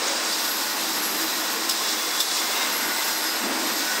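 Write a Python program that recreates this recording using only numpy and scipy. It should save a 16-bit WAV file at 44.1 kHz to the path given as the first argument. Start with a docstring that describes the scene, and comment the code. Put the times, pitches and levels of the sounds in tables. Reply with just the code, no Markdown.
"""A hard-walled workshop, with a bottle-capping machine running. Motors and belts roar, gears whine,
air hisses, and a fast shaft rasps while its bearing whistles. Metal parts clack twice and tick a few
times, setting the steel ringing; near the end something heavy slides with a low rumble.
The microphone is mono and hand-held: tones swell and reflections shift as it moves,
and its gain control ducks after each clack."""
import sys
import numpy as np
from scipy import signal
from scipy.fft import rfft, irfft
from scipy.io import wavfile
from scipy.ndimage import map_coordinates

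SR = 44100
rng = np.random.default_rng(int(sys.argv[2]) if len(sys.argv) > 2 else 0)


def put_to_file(sound):
    """Save the sound as 16-bit audio at rate SR, in the file named by the first command-line argument."""
    columns = np.atleast_2d(sound).T  # one column per channel
    safe = np.clip(columns, -1, 1)
    whole_steps = np.round(safe * 32767)
    wavfile.write(sys.argv[1], SR, whole_steps.astype(np.int16))


N = 176400
T = np.arange(N) / SR

# Colour of the motor and belt roar. Each row: frequency in Hz, relative level in dB.
ROAR_COLOUR = [(30,-75),(75,-43),(130,-25.5),(175,-18),(215,-2.5),(300,-2.5),(420,-0.5),(560,0.4),(800,3),(1080,4),(1330,2.5),(1650,2),(2100,0.5),(2380,-2),(2700,0),(3200,-5.5),(4500,-17.5)]
# Fader ride of the roar. Each row: time in seconds, level in dB.
ROAR_FADER = [(0,-28.5),(.15,-29),(.5,-31),(1.2,-30.5),(1.55,-30),(2.0,-30),(2.3,-31),(2.65,-28),(3.05,-30.5),(3.33,-30),(3.55,-28.5),(3.75,-30.5),(4,-28.5)]
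# Motor and gear tones. Each row: pitch in Hz, width in Hz, roughness from 0 to 1, resting level in dB,
# swell centre in seconds, swell spread in seconds, swell boost in dB.
GEAR_TONES = [(320.3,21,0.82,-44,1.0,0.16,2),(857,10.8,0.04,-60.5,0.66,0.17,19),(904,9.4,.3,-52.5,3,0.13,13),(1052,19,0.58,-52.5,1.67,0.35,10.5),(1077,32,.9,-51.5,1.9,0.4,7.5),(1115,20,0.8,-71,2.34,0.12,16),
              (1461,10.7,0.1,-46,2.98,0.22,6.5),(1486,4.9,0,-67.5,3.9,0.099,31.5),(1608,17,0.3,-59.5,3.16,0.65,15.5),(1891,14.1,0.6,-47,3.93,.15,7.5),(2270,37,0.85,-54,4.12,0.59,9),(2760,14.4,0.3,-53,2.72,0.19,11),
              (3469,28.4,.5,-49.5,2.31,0.42,11),(3766,19,.3,-53.5,2.6,0.068,18),(3986,63,.6,-57.5,0.85,0.65,13.5),(4740,84,0.7,-50.5,0.3,0.44,10),(4990,18,.3,-50.5,3.29,0.061,14.5),(8000,190,1,-49,3.0,0.14,10.5),(8400,86,1,-51,3.5,0.27,5)]
# A belt sings briefly and sags. Each row: time in seconds, pitch in Hz, level in dB.
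BELT_PATH = [(1.75,2110,-60),(2.05,2110,-43),(2.3,2115,-50),(2.5,2113,-37.5),(2.78,2070,-38.5),(3.02,2035,-37),(3.25,2060,-56)]
# Metal hits. Each row: start in seconds, crack level in dB, crack decay in seconds,
# relative ring level in dB, crack low cut in Hz, centre of the ring in Hz.
METAL_HITS = [(.0595,-36,.002,-26,3950,5000),(.077,-36,0.0082,-31,3500,6500),(.1795,-39,.0012,-37,800,4500),(.300,-39,.002,-40,3500,5000),
              (1.6912,-24,0.0046,-36,600,8000),(1.6953,-15.5,0.0042,-18,2800,5250),(1.7115,-24,0.0051,-19,2510,4300),(1.7575,-33,.002,-30,3500,5000),
              (2.1995,-23,0.003,-31,3300,5000),(2.2033,-15.5,0.0013,-14,3300,3600),(2.2092,-20,.0025,-23,3380,4200),(2.2185,-23.5,.013,-23,3300,5000)]
# Colour of a hit's crack. Each row: frequency in Hz, relative level in dB.
CRACK_COLOUR = [(300,-10),(2400,-8),(3600,0),(5300,1),(6500,-5),(8000,-1),(9700,-13),(10500,-4),(12000,-6),(15800,-8)]
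# Ring of struck steel. Each row: pitch in Hz, relative level in dB, seconds to fade by 60 dB.
STEEL_MODES = [(3495,-3,0.14),(3590,1,.07),(3800,-0.5,0.039),(5010,2,0.12),(5240,1,0.049),(5500,1,.07),(5840,-13,.08),(7450,-7,0.04),(7500,-5,.07),(8300,-3,0.06)]
# Colour of the air and belt hiss. Each row: frequency in Hz, relative level in dB.
HISS_COLOUR = [(1500,-44),(3150,-4.5),(3450,-0.5),(4050,3.5),(4450,0),(5050,4.5),(5600,1.85),(6500,-1.5),(7300,-1),(7750,-2.5),(8450,-2.5),(9000,-6),(9700,-14.5),(10400,-16),(11300,-24),(14800,-14),(15800,-8.5)]
# Fader ride of the hiss. Each row: time in seconds, level in dB.
HISS_FADER = [(0,-29),(.1,-28),(.6,-28),(.9,-28.5),(1.12,-28.5),(1.6,-28),(1.9,-26),(2.15,-28),(2.4,-25.5),(2.75,-28.5),(3.1,-28),(3.47,-29.5),(3.8,-27.5),(4,-27.5)]
# Colour of the shaft's rasp. Each row: frequency in Hz, relative level in dB.
RASP_COLOUR = [(8000,-20),(10300,-12),(10900,-2),(11350,3),(11900,1),(13500,0),(14900,-.5),(15700,-4)]
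# Fader ride of the rasp. Each row: time in seconds, level in dB.
RASP_FADER = [(0,-56),(.2,-47),(.47,-32),(.75,-35.5),(1.03,-34.5),(1.2,-31.5),(1.43,-34),(1.62,-38),(2.1,-36),(2.3,-41),(2.48,-34),(2.75,-36.5),(3.05,-32.5),(3.25,-39),(3.52,-42),(3.8,-37),(4,-36)]
# The bearing's close whistles. Each row: pitch offset in Hz, relative level in dB.
WHISTLE_CLUSTER = [(-230,-3),(-110,-11),(0,1.5),(140,-3.5)]
# Glide of that cluster. Each row: time in seconds, pitch in Hz, level in dB.
WHISTLE_GLIDE = [(0,11480,-59),(.25,11400,-44),(.5,11420,-35.5),(.72,11250,-47),(1.05,11320,-34.5),(1.35,11480,-54),(1.55,11500,-41),(1.95,11470,-54),(2.2,11400,-37.5),(2.42,11380,-39),(2.62,11360,-61),(2.74,11400,-33.5),(2.95,11480,-45),(3.22,11300,-35.5),(3.42,11400,-39.5),(3.54,11560,-46),(3.69,11660,-34),(4,11540,-49)]
# The heavy slide. Each row: time in seconds, resonance in Hz, level in dB.
SLIDE_PATH = [(3.38,235,-60),(3.425,244,-35.5),(3.48,270.7,-35),(3.55,305.6,-33.5),(3.72,304.4,-35.5),(3.82,281,-39),(3.92,266,-53)]
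# Colour of the slide's grit. Each row: frequency in Hz, relative level in dB.
GRIT_COLOUR = [(80,-55),(180,-32),(350,2),(1000,-1),(1700,-8),(3000,-36)]
# Rubs of moving parts. Each row: centre in seconds, pitch in Hz, width in Hz, spread in seconds,
# level in dB.
RUBS = [(0.046,552,178,0.17,-36.5),(0.082,6500,1500,0.0074,-29),(0.336,4780,700,0.008,-28),(1.24,4040,90,0.073,-38),(1.58,445,70,.02,-36.5),(2.023,5900,700,0.009,-32),(2.078,450,89,0.0097,-31.5),(3.895,1652,600,0.032,-34)]
# Colour of the drive's drone. Each row: frequency in Hz, relative level in dB.
DRONE_COLOUR = [(40,-70),(100,-52),(170,-14),(225,-2.5),(290,-3.5),(370,-5.5),(500,-13.5),(900,-58)]
# Fader ride of the drone. Each row: time in seconds, level in dB.
DRONE_FADER = [(0,-48.5),(.7,-44),(.95,-40.5),(1.2,-41),(1.4,-44.5),(2.0,-47.5),(2.35,-46),(2.62,-47.5),(2.88,-39.5),(3.0,-53),(3.3,-51),(4,-46.5)]
# Reflections off nearby steel panels. 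Each entry: delay in seconds.
PANEL_ECHOES_S = [.0018,.0036,.0047,.0083,.0131,.0179,.0233]

FLUTTER_HZ = 11  # how fast the levels flicker
ROAR_FLUTTER_DB, TONE_FLUTTER_DB, HISS_FLUTTER_DB, RASP_FLUTTER_DB = .5, 3.5, .84, .5


def motors():
    """Motors roar, a belt sings, and each gear tone swells once as the microphone moves."""
    level_db, = automation(ROAR_FADER)
    out = noise(ROAR_COLOUR) * from_db(level_db + ROAR_FLUTTER_DB * drift(FLUTTER_HZ))
    for hz, width_hz, roughness, db, centre_s, spread_s, boost_db in GEAR_TONES:
        out += gear_tone(hz, width_hz, roughness) * from_db(db + boost_db * swell(centre_s, spread_s))
    belt_hz, belt_db = automation(BELT_PATH)
    belt = gear_tone(belt_hz, width_hz=66, roughness=.6) * from_db(belt_db)
    return low_cut(out + belt, hz=88)


def gear_tone(hz, width_hz, roughness):
    """A whine, slightly unsteady in pitch and level, blended with a rough tone that breaks up."""
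    phase = 2 * np.pi * np.cumsum(hz + .5 * width_hz * drift(width_hz)) / SR
    whine = rms_one(np.sin(phase) * from_db(TONE_FLUTTER_DB * drift(FLUTTER_HZ)))
    return np.sqrt(1 - roughness) * whine + np.sqrt(roughness) * waver(hz, width_hz)


def clacks(room_db=-7, room_decay_s=.033, ring_octaves=.5):
    """Metal hits metal: a short crack with a room tail, and the steel rings on."""
    out, t = np.zeros(N + SR), T[:SR // 2]
    crack_noise = noise(CRACK_COLOUR)
    room_tail = from_db(room_db) * np.exp(-t / room_decay_s)
    for start_s, db, decay_s, ring_db, low_cut_hz, centre_hz in METAL_HITS:
        ring = np.zeros(len(t))
        for hz, mode_db, t60 in STEEL_MODES:
            mode = from_db(ring_db + mode_db - 60 * t / t60) * np.sin(2 * np.pi * (hz * t + rng.random()))
            ring += mode / (1 + (np.log2(hz / centre_hz) / ring_octaves) ** 2)
        envelope = np.hypot(np.exp(-t / decay_s), room_tail)
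        burst = np.roll(crack_noise, rng.integers(N))[:len(t)] * envelope
        start = int(start_s * SR)
        out[start:start + len(t)] += from_db(db) * low_cut(burst, low_cut_hz) + .5 * ring
    return out[:N]


def hiss(buzz_hz=100, buzz_depth=.035):
    """Air and belts hiss, with a faint mains buzz from the motors."""
    level_db, = automation(HISS_FADER)
    buzz = 1 + buzz_depth * np.sin(2 * np.pi * buzz_hz * T)
    return noise(HISS_COLOUR) * from_db(level_db + HISS_FLUTTER_DB * drift(FLUTTER_HZ)) * buzz


def shaft_rasp(turns_per_s=158.5, wander=.004, likeness=.8, throb_depth=.093):
    """A fast shaft rubs and throbs, each turn partly repeating the friction of the last."""
    level_db, = automation(RASP_FADER)
    speed_hz = turns_per_s * (1 + wander * drift(.97))
    friction = noise(RASP_COLOUR)
    rasp = np.zeros(N)
    for turn in range(5):
        earlier = np.arange(N) - turn * SR / speed_hz
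        rasp += likeness ** turn * map_coordinates(friction, [earlier], mode="wrap")
    throb = 1 + throb_depth * np.sin(2 * np.pi * np.cumsum(speed_hz) / SR)
    return rms_one(rasp * throb) * from_db(level_db + RASP_FLUTTER_DB * drift(FLUTTER_HZ))


def bearing_whistle(width_hz=57):
    """The shaft's bearing whistles in a cluster of close pitches that glide together."""
    hz, level_db = automation(WHISTLE_GLIDE)
    cluster = sum(from_db(db) * waver(hz + offset_hz, width_hz) for offset_hz, db in WHISTLE_CLUSTER)
    return rms_one(cluster) * from_db(level_db)


def slide(grit_db=-2):
    """Something heavy slides: a low resonance that rises with its speed, and some grit."""
    resonance_hz, level_db = automation(SLIDE_PATH)
    body = low_cut(waver(resonance_hz, width_hz=130), hz=191)
    return from_db(level_db) * (body + from_db(grit_db) * noise(GRIT_COLOUR))


def scuffs():
    """Moving parts rub briefly, each swelling and fading in one resonance."""
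    return sum(waver(hz, width_hz) * from_db(db) * swell(centre_s, spread_s)
               for centre_s, hz, width_hz, spread_s, db in RUBS)


def rattle(ticks_per_s=25, softest_db=-43, spread_db=3, decay_s=.002):
    """The running conveyor gives off small random ticks."""
    triggers = rng.random(N) < ticks_per_s / SR
    tick_db = softest_db + spread_db * np.minimum(rng.exponential(1, N), 4)
    envelope = lag(triggers * from_db(tick_db), decay_s) * decay_s * SR
    return noise(CRACK_COLOUR) * envelope


def drone():
    """The drive lays a bed of low noise under the machine."""
    level_db, = automation(DRONE_FADER)
    return noise(DRONE_COLOUR) * from_db(level_db)


def panels(x, echo_db=-16, drift_hz=.56):
    """Reflections off steel panels come and go as the microphone moves: new colour, same power."""
    gains = [from_db(echo_db) * drift(drift_hz) for _ in PANEL_ECHOES_S]
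    echoes = sum(gain * np.roll(x, int(delay_s * SR)) for gain, delay_s in zip(gains, PANEL_ECHOES_S))
    return (x + echoes) / np.sqrt(1 + np.sum(np.square(gains), axis=0))


def noise(spectrum):
    """Noise of a given colour, rms 1."""
    hz, db = np.transpose(spectrum)
    colour_db = np.interp(np.log(np.fft.rfftfreq(N, 1 / SR) + 1), np.log(hz), db)
    return rms_one(irfft(rfft(rng.standard_normal(N)) * from_db(colour_db), N))


def waver(hz, width_hz):
    """A tone that wavers in strength and phase, rms about 1."""
    phase = 2 * np.pi * np.cumsum(hz + np.zeros(N)) / SR
    return drift(width_hz / 2) * np.cos(phase) + drift(width_hz / 2) * np.sin(phase)


def drift(rate_hz):
    """Smooth random modulation, mostly slower than rate_hz, rms 1."""
    hz = np.fft.rfftfreq(N, 1 / SR)
    return rms_one(irfft(rfft(rng.standard_normal(N)) / (1 + (hz / rate_hz) ** 2), N))


def swell(centre_s, spread_s):
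    """A bell-shaped fade in and out, peaking at 1."""
    return np.exp(-.5 * ((T - centre_s) / spread_s) ** 2)


def automation(rows):
    """Join timed breakpoints with straight ramps, one curve for each column after the time."""
    times, *columns = np.transpose(rows)
    return [np.interp(T, times, column) for column in columns]


def low_cut(x, hz, order=6):
    """Roll off the lows below hz."""
    return signal.sosfilt(signal.butter(order, hz, "high", fs=SR, output="sos"), x)


def lag(x, seconds):
    """One-pole smoothing."""
    pole = np.exp(-1 / (seconds * SR))
    return signal.lfilter([1 - pole], [1, -pole], x + 1e-18)


def from_db(db):
    """Decibels to gain."""
    return 10 ** (np.asarray(db) / 20)


def rms_one(x):
    """Scale to rms 1."""
    return x / np.sqrt(np.mean(np.abs(x) ** 2) + 1e-20)


def scene():
    """The mono mix on two channels: small parts give off no bass, and panels throw back the treble."""
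    small_parts = low_cut(clacks() + rattle() + scuffs(), hz=250, order=2)
    machine = motors() + drone()
    treble = panels(hiss() + shaft_rasp() + bearing_whistle())
    return np.tile(machine + treble + small_parts + slide(), (2, 1))


def record(dry):
    """The gain ducks after loud hits and recovers; peaks are rounded and the very top is cut."""
    threshold_db, duck_share = -22.5, .68
    sense_s, attack_s, release_db_per_s = .008, .008, 38
    ceiling, high_cut_hz = .55, 15720
    level_db = 10 * np.log10(lag(dry[0] ** 2, sense_s) + 1e-12)
    over_db = np.maximum(level_db - threshold_db, 0)
    release_db = release_db_per_s * T
    held_db = np.maximum.accumulate(over_db + release_db) - release_db  # each peak falls back steadily
    ducked = dry * from_db(-duck_share * lag(held_db, attack_s))
    rounded = ducked / (1 + (ducked / ceiling) ** 4) ** .25
    return signal.sosfilt(signal.ellip(14, .1, 85, high_cut_hz, fs=SR, output="sos"), rounded)


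dry = scene()
out = record(dry)
put_to_file(out)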